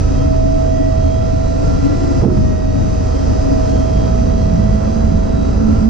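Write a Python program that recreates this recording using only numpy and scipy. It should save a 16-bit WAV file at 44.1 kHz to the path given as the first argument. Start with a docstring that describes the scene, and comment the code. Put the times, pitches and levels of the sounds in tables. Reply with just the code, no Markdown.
"""A whining electric pump and an idling engine: a truck raises its tipper body on an open forecourt.
The pump's gear teeth whine as they meet, its shaft buzzes and its oil hisses. The ram that lifts
the body clunks into its next stage, and the pump sags, then recovers. The steel body drones
hollowly, a vehicle slows nearby, and a breeze rumbles on the microphone."""
import sys
import numpy as np
from scipy import signal
from scipy.fft import rfft, irfft
from scipy.io import wavfile
from scipy.ndimage import uniform_filter1d, minimum_filter1d

SR = 44100
rng = np.random.default_rng(int(sys.argv[2]) if len(sys.argv) > 2 else 0)


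def wav_record(signal):
    """Record a signal, one row per channel, as 16-bit PCM in the file named by sys.argv[1]."""
    frames = np.transpose(np.atleast_2d(signal))
    bounded = np.clip(frames, -1, 1)
    # unit amplitude maps onto the largest positive 16-bit level
    quanta = np.round(bounded * 32767).astype(np.int16)
    wavfile.write(sys.argv[1], SR, quanta)


N = 259749
TIME = np.arange(N) / SR
FREQ = np.maximum(np.arange(N // 2 + 1) * SR / N, 1)
USUAL_SHAFT_HZ, FIRING_HZ = 50, 26.925  # pump turns and idling engine firings per second

# Levels in the tables are relative: the functions add their own gains.
# Four noises: deep wind, gusts, machinery under the body and hissing oil. Each lists
# (frequency [Hz], left level [dB], right level [dB], likeness of the sides [1 same, -1 opposite])
RUMBLE_SPECTRUM = [(8, -48.5, -44, 1), (22, -40, -34.5, 0.99), (38, -34.5, -33.5, 0.96),
                   (64.3, -36.5, -33, 1), (90, -40.5, -38, 0.89), (127, -43.5, -47, 0.9),
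                   (183, -52, -47, 0.56), (252, -49.5, -47.5, 0.83), (372, -63, -63.5, 0.57)]
GUST_SPECTRUM = [(40, -59.5, -72.5, -0.078), (82.4, -48.5, -44, -1.9), (102.4, -34, -58, 0.51),
                 (135, -43, -62.5, 0.1), (218, -44, -49, -0.74), (289.5, -44.5, -58, -0.99),
                 (377, -68, -71, 1)]
ROAR_SPECTRUM = [(120, -82, -67, 0.91), (305, -59.5, -55.5, -0.18), (414, -64.5, -52, 0.46),
                 (508, -60, -49.5, -0.31), (590, -54, -58, -0.37), (860, -59.5, -56.5, -0.83),
                 (1014, -59.5, -64, -0.56), (1236, -76.5, -61.5, -0.44), (1285, -65, -71, 0.8),
                 (1567, -77.5, -69, 0.4), (2230, -95, -81.5, 0.051)]
HISS_SPECTRUM = [(1290, -84, -92, 0.5), (1880, -72, -72.5, 0.53), (2310, -81, -77.5, 0.94),
                 (2436, -76.5, -73.5, 0.69), (3580, -83.5, -82, 0.67), (4400, -77, -77.5, 0.44),
                 (6360, -77, -77, 0.12), (6840, -85, -83.5, -0.1), (7940, -93.5, -82.5, 0.0),
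                 (7960, -105, -92, -0.18), (9800, -107, -93.5, 0.35), (13200, -132, -115, -0.1)]
# strength of the deep wind and of the gusts: (time [s], level [dB])
RUMBLE_LEVEL = [(0, -1.5), (.9, -3.5), (.98, 3), (1.1, -3.5), (2.5, -6), (3.7, -1.5), (5.89, 0.5)]
GUST_LEVEL = [(0, 0), (1.1, -2), (1.4, 2.5), (3.3, 0), (4.5, -2), (5.89, -11.5)]
# the slowing vehicle's engine: (time [s], firing rate [Hz], level [dB])
VEHICLE_PATH = [(3.2, 62.56, -50), (3.7, 61.77, -26), (4.1, 60.47, -22), (4.55, 56.75, -25.5),
                (4.9, 50.12, -25.5), (5.351, 46, -29), (5.7, 44.8, -49)]
# its harmonics (whole multiples of the firing rate), from the first up: (level [dB])
VEHICLE_HARMONICS = [-1, -1.5, -6.5, -4.5]
# the truck's idle: (multiple of the firing rate, level with body low [dB], level with body raised [dB])
IDLE_HARMONICS = [(1, -18.5, -33), (2, -27, -21.5), (3, -18.5, -20.5), (4, -27.5, -32), (5, -24.5, -41),
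                  (7, -40.5, -46), (8, -38, -36), (14, -46.5, -40.5), (15, -46.5, -40.5)]
# the body's hollow drone at the top of each throb: (time [s], level [dB])
THROB_LEVEL = [(.2, -10), (.85, -13.5), (1.25, -20), (2.03, -7.5), (2.5, -20), (3.55, -10.5), (4.8, -20),
               (5.5, -11)]
# a deeper drone that grows as the body rises: (time [s], level [dB])
BOOM_LEVEL = [(0, -45), (4.1, -31), (4.3, -21), (5.05, -23), (5.4, -22), (5.89, -15)]
# brief, clear hums of the body: (peak time [s], fade time [s], pitch [Hz], level [dB])
BODY_HUMS = [(2.083, 0.15, 348, -26.5), (4.66, 0.11, 204.4, -18), (5.012, 0.14, 221.6, -18),
             (5.133, 0.041, 167.3, -15.5), (5.71, .085, 216.6, -9), (5.889, 0.051, 223, -10.5)]
# blows of the ram: (time [s], level [dB], top of the thud's range [Hz], length of the push [s])
RAM_BLOWS = [(2.217, -9.5, 640, .016), (2.248, -4.5, 390, 0.015), (2.3, -14, 345, 0.025),
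             (2.372, -9.5, 250, 0.018)]
# notes the struck body rings with: (pitch [Hz], time to fade by 60 dB [s], level [dB])
BODY_NOTES = [(129, 0.24, 6), (200, 0.18, 4), (331, 0.13, -2), (358.4, 0.62, -7)]
# the shaft speeds up as the load lightens and drops back at the ram's next stage: (time [s], speed [Hz])
SHAFT_SPEED = [(0, 49.25), (.2, 49.6), (.63, 50.03), (.85, 49.78), (1.35, 50.25), (1.85, 50.65),
               (2.24, 50.7), (2.31, 48.4), (2.39, 48.8), (2.48, 48.45), (2.75, 49.08), (3.15, 49.42),
               (4.3, 50), (5.89, 50.65)]
# strength of the oil flow's sound: (time [s], level [dB])
FLOW_LEVEL = [(0, 1.5), (.4, -1), (1.45, -0.5), (1.85, 1.5), (2.21, 0.9), (2.33, -2), (2.6, -2.5),
              (2.8, -1), (3.45, 1.5), (5.2, -1.5), (5.89, -0.5)]
# the pump's overtones: (multiple of the shaft speed, steady level [dB], right minus left [dB])
SHAFT_OVERTONES = [(10, -37, 9), (12, -45.5, 9.5), (15, -45, 12), (20, -48.5, 10.5), (26, -55.5, 12),
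                   (27, -50.5, 11.5), (39, -57, 7), (52, -59, -1), (65, -60, 1.5), (77.3, -63, -1),
                   (78.3, -59, -3), (79.06, -68, -6), (85, -69.5, -4), (91.6, -63, -7.5), (94, -60.5, -1),
                   (95.2, -62, -1.5), (97, -63.5, -2), (101, -61.5, -12), (105, -60, -8), (117.1, -57, -6),
                   (118.8, -62, -3), (123.2, -55, -3.5), (129, -58, -6.5), (143, -66.5, 13)]
# overtones flare as the body tilts; a row sounds only if its rounded multiple matches an overtone's:
# (multiple of the shaft speed, peak time [s], fade time [s], level of the added part [dB])
OVERTONE_FLARES = [(10, 3.5, 0.21, -47), (26, 0.24, 0.54, -47), (26, 4.24, .22, -48),
                   (26, 5.78, 0.34, -45.5), (27, 1.85, 0.57, -46), (27, 5.7, .3, -47),
                   (39, 0.86, 0.12, -47), (39, 1.9, 0.16, -54), (39, 2.52, 0.24, -51), (39, 3.5, 0.11, -58),
                   (39, 4.65, 0.17, -55), (65, 0.22, 0.05, -51), (65, .7, .2, -56.5),
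                   (65, 1.13, 0.09, -53.5), (65, 3.15, 0.11, -54), (65, 3.89, 0.14, -50),
                   (65, 4.57, .25, -61), (75.8, 1.95, 0.21, -58), (77.3, 5.42, 0.24, -51.5),
                   (78.1, 1.5, 0.27, -57), (78.7, 4.7, 0.54, -56), (80.9, 3.3, 0.29, -49),
                   (85, 1.05, .08, -55), (85, 4.45, .12, -52), (94.6, 2, 0.18, -55.5), (97, 3.2, 0.75, -58),
                   (101, 3.11, .14, -52.5), (105, 2.06, .25, -59), (105, 3.6, 0.45, -57),
                   (116, 4, 0.28, -58), (129, .12, 0.048, -56), (143, 1.75, 0.28, -56)]
# the whine of the gear teeth: (time [s], level [dB])
WHINE_LEVEL = [(0.0, -42), (0.34, -26), (0.62, -25.5), (1.71, -31), (1.8, -36), (2.25, -32), (3.21, -34.5),
               (3.53, -28.5), (5.49, -33.5), (5.53, -40.5), (5.89, -34.5)]


def undb(db):
    """Turn decibels into a gain to multiply by."""
    return 10 ** (np.asarray(db) / 20)


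def curve(rows):
    """Join (time, value) rows with straight lines."""
    return np.interp(TIME, *np.transpose(rows))


def swell(peak_s, fade_s):
    """A smooth rise to 1 and back down."""
    return np.exp(-((TIME - peak_s) / fade_s) ** 2)


def unit(x):
    """Scale a signal to an average power of 1."""
    return x / np.sqrt(np.mean(np.abs(x) ** 2))


def wander(hz):
    """A random drift, about hz fast, in complex numbers: it can shift a tone's level and phase."""
    steps = np.arange(1200) / 200
    noise = rng.standard_normal((2, len(steps)))
    keep_slow = np.exp(-(np.fft.fftfreq(len(steps), steps[1]) / hz) ** 2)
    drift = np.fft.ifft((noise[0] + 1j * noise[1]) * keep_slow)
    return unit(np.interp(TIME, steps, drift))


def walk(hz):
    """A random drift in ordinary numbers, typically of size 1."""
    return unit(wander(hz).real)


def angle(hz):
    """The angle reached by something that turns hz times a second."""
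    return 2 * np.pi * np.cumsum(hz) / SR


def stereo(wave, left_db, right_db, lag):
    """Turn a complex wave into left and right sound; the right trails by lag radians."""
    left = undb(left_db) * wave.real
    right = undb(right_db) * (wave * np.exp(-1j * lag)).real
    return np.sqrt(2) * np.array([left, right])


def white():
    """Two unrelated white noises."""
    return rng.standard_normal((2, N))


def band_noise(low_hz, high_hz):
    """Noise between two frequencies."""
    band = signal.butter(4, [low_hz, high_hz], "band", fs=SR, output="sos")
    return unit(signal.sosfilt(band, rng.standard_normal(N)))


def colour(pair, spectrum):
    """Shape two unrelated noises into the left and right sound that a spectrum table describes."""
    hz, *columns = np.transpose(spectrum)
    left_db, right_db, likeness = (np.interp(np.log(FREQ), np.log(hz), c) for c in columns)
    likeness = np.clip(likeness, -1, 1)
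    shared, opposed = rfft(pair) * np.sqrt([1 + likeness, 1 - likeness])
    fade_ends = 1 / (1 + (FREQ / hz[-1]) ** 8) / (1 + (hz[0] / FREQ) ** 8)
    sides = np.array([undb(left_db) * (shared + opposed), undb(right_db) * (shared - opposed)])
    return irfft(fade_ends * sides, N) * np.sqrt(SR) / 2


def breeze():
    """Wind rumbles on both sides of the microphone, and gusts buffet mostly the left."""
    rumble = colour(white(), RUMBLE_SPECTRUM) * undb(curve(RUMBLE_LEVEL) + 0.3 * walk(2))
    gusts = colour(white(), GUST_SPECTRUM) * undb(curve(GUST_LEVEL) + 2.5 * walk(4))
    return rumble + gusts


def slowing_vehicle(exhaust_hz=169.7, width_hz=5, boost_db=13, rough=0.18):
    """A nearby engine runs down; a harmonic booms when it falls through the exhaust's own note."""
    times, *columns = np.transpose(VEHICLE_PATH)
    firing_hz, db = (np.interp(TIME, times, c) for c in columns)
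    hum = 0
    for k, harmonic_db in enumerate(VEHICLE_HARMONICS, 1):
        boom_db = boost_db / (1 + ((k * firing_hz - exhaust_hz) / width_hz) ** 2)
        wave = np.exp(1j * k * angle(firing_hz)) * (1 + rough * wander(6))
        hum += undb(db + harmonic_db + boom_db) * wave
    return stereo(hum, left_db=-2.5, right_db=1.5, lag=0)


def idling_engine(unsteady=0.0017, rough=0.041):
    """The truck's firings make low, slightly uneven tones whose balance shifts as the body lifts."""
    firing = angle(FIRING_HZ * (1 + unsteady * walk(3.05)))
    hum = 0
    for k, low_db, raised_db in IDLE_HARMONICS:
        wave = np.exp(1j * (k * firing + 2 * np.pi * rng.random()))
        hum += undb(np.linspace(low_db, raised_db, N)) * wave * (1 + rough * wander(4.5))
    return stereo(hum, left_db=-3, right_db=1, lag=0)


def ringing_panel(hz, stray_hz, rough):
    """A steel panel kept ringing: its pitch strays and its level shivers."""
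    return np.exp(1j * angle(hz + stray_hz * walk(12.8))) * unit(1 + rough * wander(30))


def body_drones(throb_hz=3.7, throb_peak_s=0.26, depth_db=6.5):
    """The rising body gives off a hollow throb, a deeper boom and brief hums."""
    dip_db = depth_db * np.sin(np.pi * throb_hz * (TIME - throb_peak_s)) ** 2
    throb = ringing_panel(276.4, stray_hz=2.86, rough=0.97) * undb(curve(THROB_LEVEL) - dip_db)
    wash = unit(signal.hilbert(band_noise(152.5, 245)))  # nearby panel notes blurred together
    panel = ringing_panel(215.5, stray_hz=3, rough=0.18)
    octave = panel ** 2
    boom = (panel + undb(-19) * octave + undb(-6) * wash) * undb(curve(BOOM_LEVEL))
    hums = sum(ringing_panel(hz, stray_hz=1.52, rough=0.11) * undb(db) * swell(peak_s, fade_s)
               for peak_s, fade_s, hz, db in BODY_HUMS)
    return (stereo(throb, left_db=-4, right_db=-9, lag=2.334)
            + stereo(boom + hums, left_db=-7, right_db=1, lag=0.59))


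def ram_clunks(ring_rise_s=0.0071, knock_fade_s=0.0055):
    """Each oil-cushioned blow of the ram gives a brief knock, a dull thud and a ring of the body."""
    blows = 0
    for start_s, db, top_hz, push_s in RAM_BLOWS:
        age = np.maximum(TIME - start_s, 0)
        thud = band_noise(110, top_hz) * age / push_s * np.exp(1 - age / push_s)
        ring = sum(undb(note_db - 60 * age / fade_s) * np.sin(2 * np.pi * hz * age)
                   for hz, fade_s, note_db in BODY_NOTES)
        ring *= 1 - np.exp(-age / ring_rise_s)
        knock = band_noise(450, 1400) * (age > 0) * np.exp(-age / knock_fade_s)
        blows += undb(db) * (undb(-17) * knock + undb(-1) * thud + undb(-4) * ring)
    return stereo(signal.hilbert(blows), left_db=-14, right_db=-4, lag=0.3)


def machinery_roar(flow_db, start_db=-2.06, rise_db_per_s=0.57):
    """A roar from under the body follows the oil flow and opens up as the body lifts."""
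    roar = colour(white(), ROAR_SPECTRUM)
    return roar * undb(0.8 * walk(15) + start_db + rise_db_per_s * TIME + 0.92 * flow_db)


def thin_whistle(hz=5000, db=-60):
    """A faint, thin electronic whistle on one steady pitch."""
    wave = np.exp(2j * np.pi * hz * TIME) * undb(db) * (1 + 0.5 * wander(7.4))
    return stereo(wave, left_db=7.5, right_db=-1.5, lag=0.91)


def oil_hiss(shaft, surge=0.11):
    """Flowing oil hisses, surging twice for each turn of the shaft."""
    return colour(undb(-2) * white() * (1 + surge * np.cos(2 * shaft)), HISS_SPECTRUM)


def shaft_ticks(shaft, paths=4, harmonics=250, range_db=36.5, slots=8192):
    """Ticks repeat every turn and arrive by several paths, whose shares drift at random."""
    place_in_turn = (shaft / (2 * np.pi) * slots).astype(int) % slots
    strength = undb(-range_db * rng.random((paths, harmonics)))  # each path favours a few harmonics
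    patterns = irfft(strength * np.exp(2j * np.pi * rng.random((paths, harmonics))), slots)
    ticks = unit(sum(pattern[place_in_turn] * walk(1.5) for pattern in patterns))
    return ticks * np.sqrt(harmonics * USUAL_SHAFT_HZ / (SR / 2))  # as strong per Hz as white noise


def shaft_buzz(shaft, low_cut_hz=4500):
    """The shaft's ticks are tiny and sharp, so their buzz lies mostly in the treble."""
    ticks = np.array([shaft_ticks(shaft) for _ in range(2)])
    treble = signal.sosfilt(signal.butter(2, low_cut_hz, "high", fs=SR, output="sos"), ticks)
    return colour(undb(-6) * treble, HISS_SPECTRUM)


def shaft_overtones(shaft, fading=0.006, flicker=0.15, shake=0.13):
    """Overtones flare as the tilting body lets them out and waver with its echoes, the high ones most."""
    tones = 0
    for multiple, db, pan_db in SHAFT_OVERTONES:
        k = round(multiple)
        flares = sum(undb(flare_db) * swell(peak_s, fade_s)
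                     for which, peak_s, fade_s, flare_db in OVERTONE_FLARES if round(which) == k)
        waver = unit(1 + fading * k * wander(4) + flicker * wander(25))
        wave = np.exp(1j * k * shaft) * (undb(db) + flares) * waver
        # low tones reach the two sides nearly opposed; high ones slip further apart with pitch
        hz = k * USUAL_SHAFT_HZ
        lag = 2.5 if hz < 1650 else -(hz / 5400) ** 3
        tones += stereo(wave, -pan_db / 2, pan_db / 2, lag)
    # the idling engine shakes the truck, so the tones pulse at its firing rate
    return tones * (1 + shake * np.cos(2 * np.pi * FIRING_HZ * TIME))


def gear_whine(shaft, teeth=13, wobble_db=0.5):
    """The gear teeth meet so quickly that they make one clear tone."""
    wave = np.exp(1j * teeth * shaft) * undb(curve(WHINE_LEVEL) + wobble_db * walk(1.3))
    return stereo(wave, left_db=3.1, right_db=10.5, lag=3.03)


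def stage_choke(start_s=2.252, dip_db=-3.5, onset_s=0.053, recover_s=0.028):
    """A dip in gain: the jolt into the ram's narrower next stage briefly chokes the oil flow."""
    age = TIME - start_s
    jolt = np.clip(age / onset_s, 0, 1) * np.exp(-np.maximum(age - onset_s, 0) / recover_s)
    return undb(dip_db * jolt)


def gear_pump(flutter=0.0005, shiver_db=0.38):
    """One shaft times the whine, buzz, hiss and overtones; all but the whine swell with the oil flow."""
    flow_db = curve(FLOW_LEVEL) + shiver_db * walk(7.6)
    shaft = angle(curve(SHAFT_SPEED) * (1 + flutter * walk(11.4)))
    whine = gear_whine(shaft)
    fizz = thin_whistle() + shaft_buzz(shaft) + oil_hiss(shaft)
    roar = machinery_roar(flow_db)
    return whine + roar + stage_choke() * undb(flow_db) * (shaft_overtones(shaft) + fizz)


def scene():
    """Everything on the forecourt, added together."""
    return gear_pump() + idling_engine() + slowing_vehicle() + breeze() + body_drones() + ram_clunks()


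def record(dry):
    """Ease the volume down around any peak above the ceiling, then cut the highest treble."""
    ceiling, hold_samples, top_hz = 0.93, SR // 40, 11500
    allowed = ceiling / np.maximum(np.abs(dry).max(axis=0), ceiling)
    gain = uniform_filter1d(minimum_filter1d(allowed, hold_samples), hold_samples)
    treble_cut = signal.ellip(8, 0.2, 70, top_hz, fs=SR, output="sos")
    return signal.sosfilt(treble_cut, dry * gain)


dry = scene()
out = record(dry)
wav_record(out)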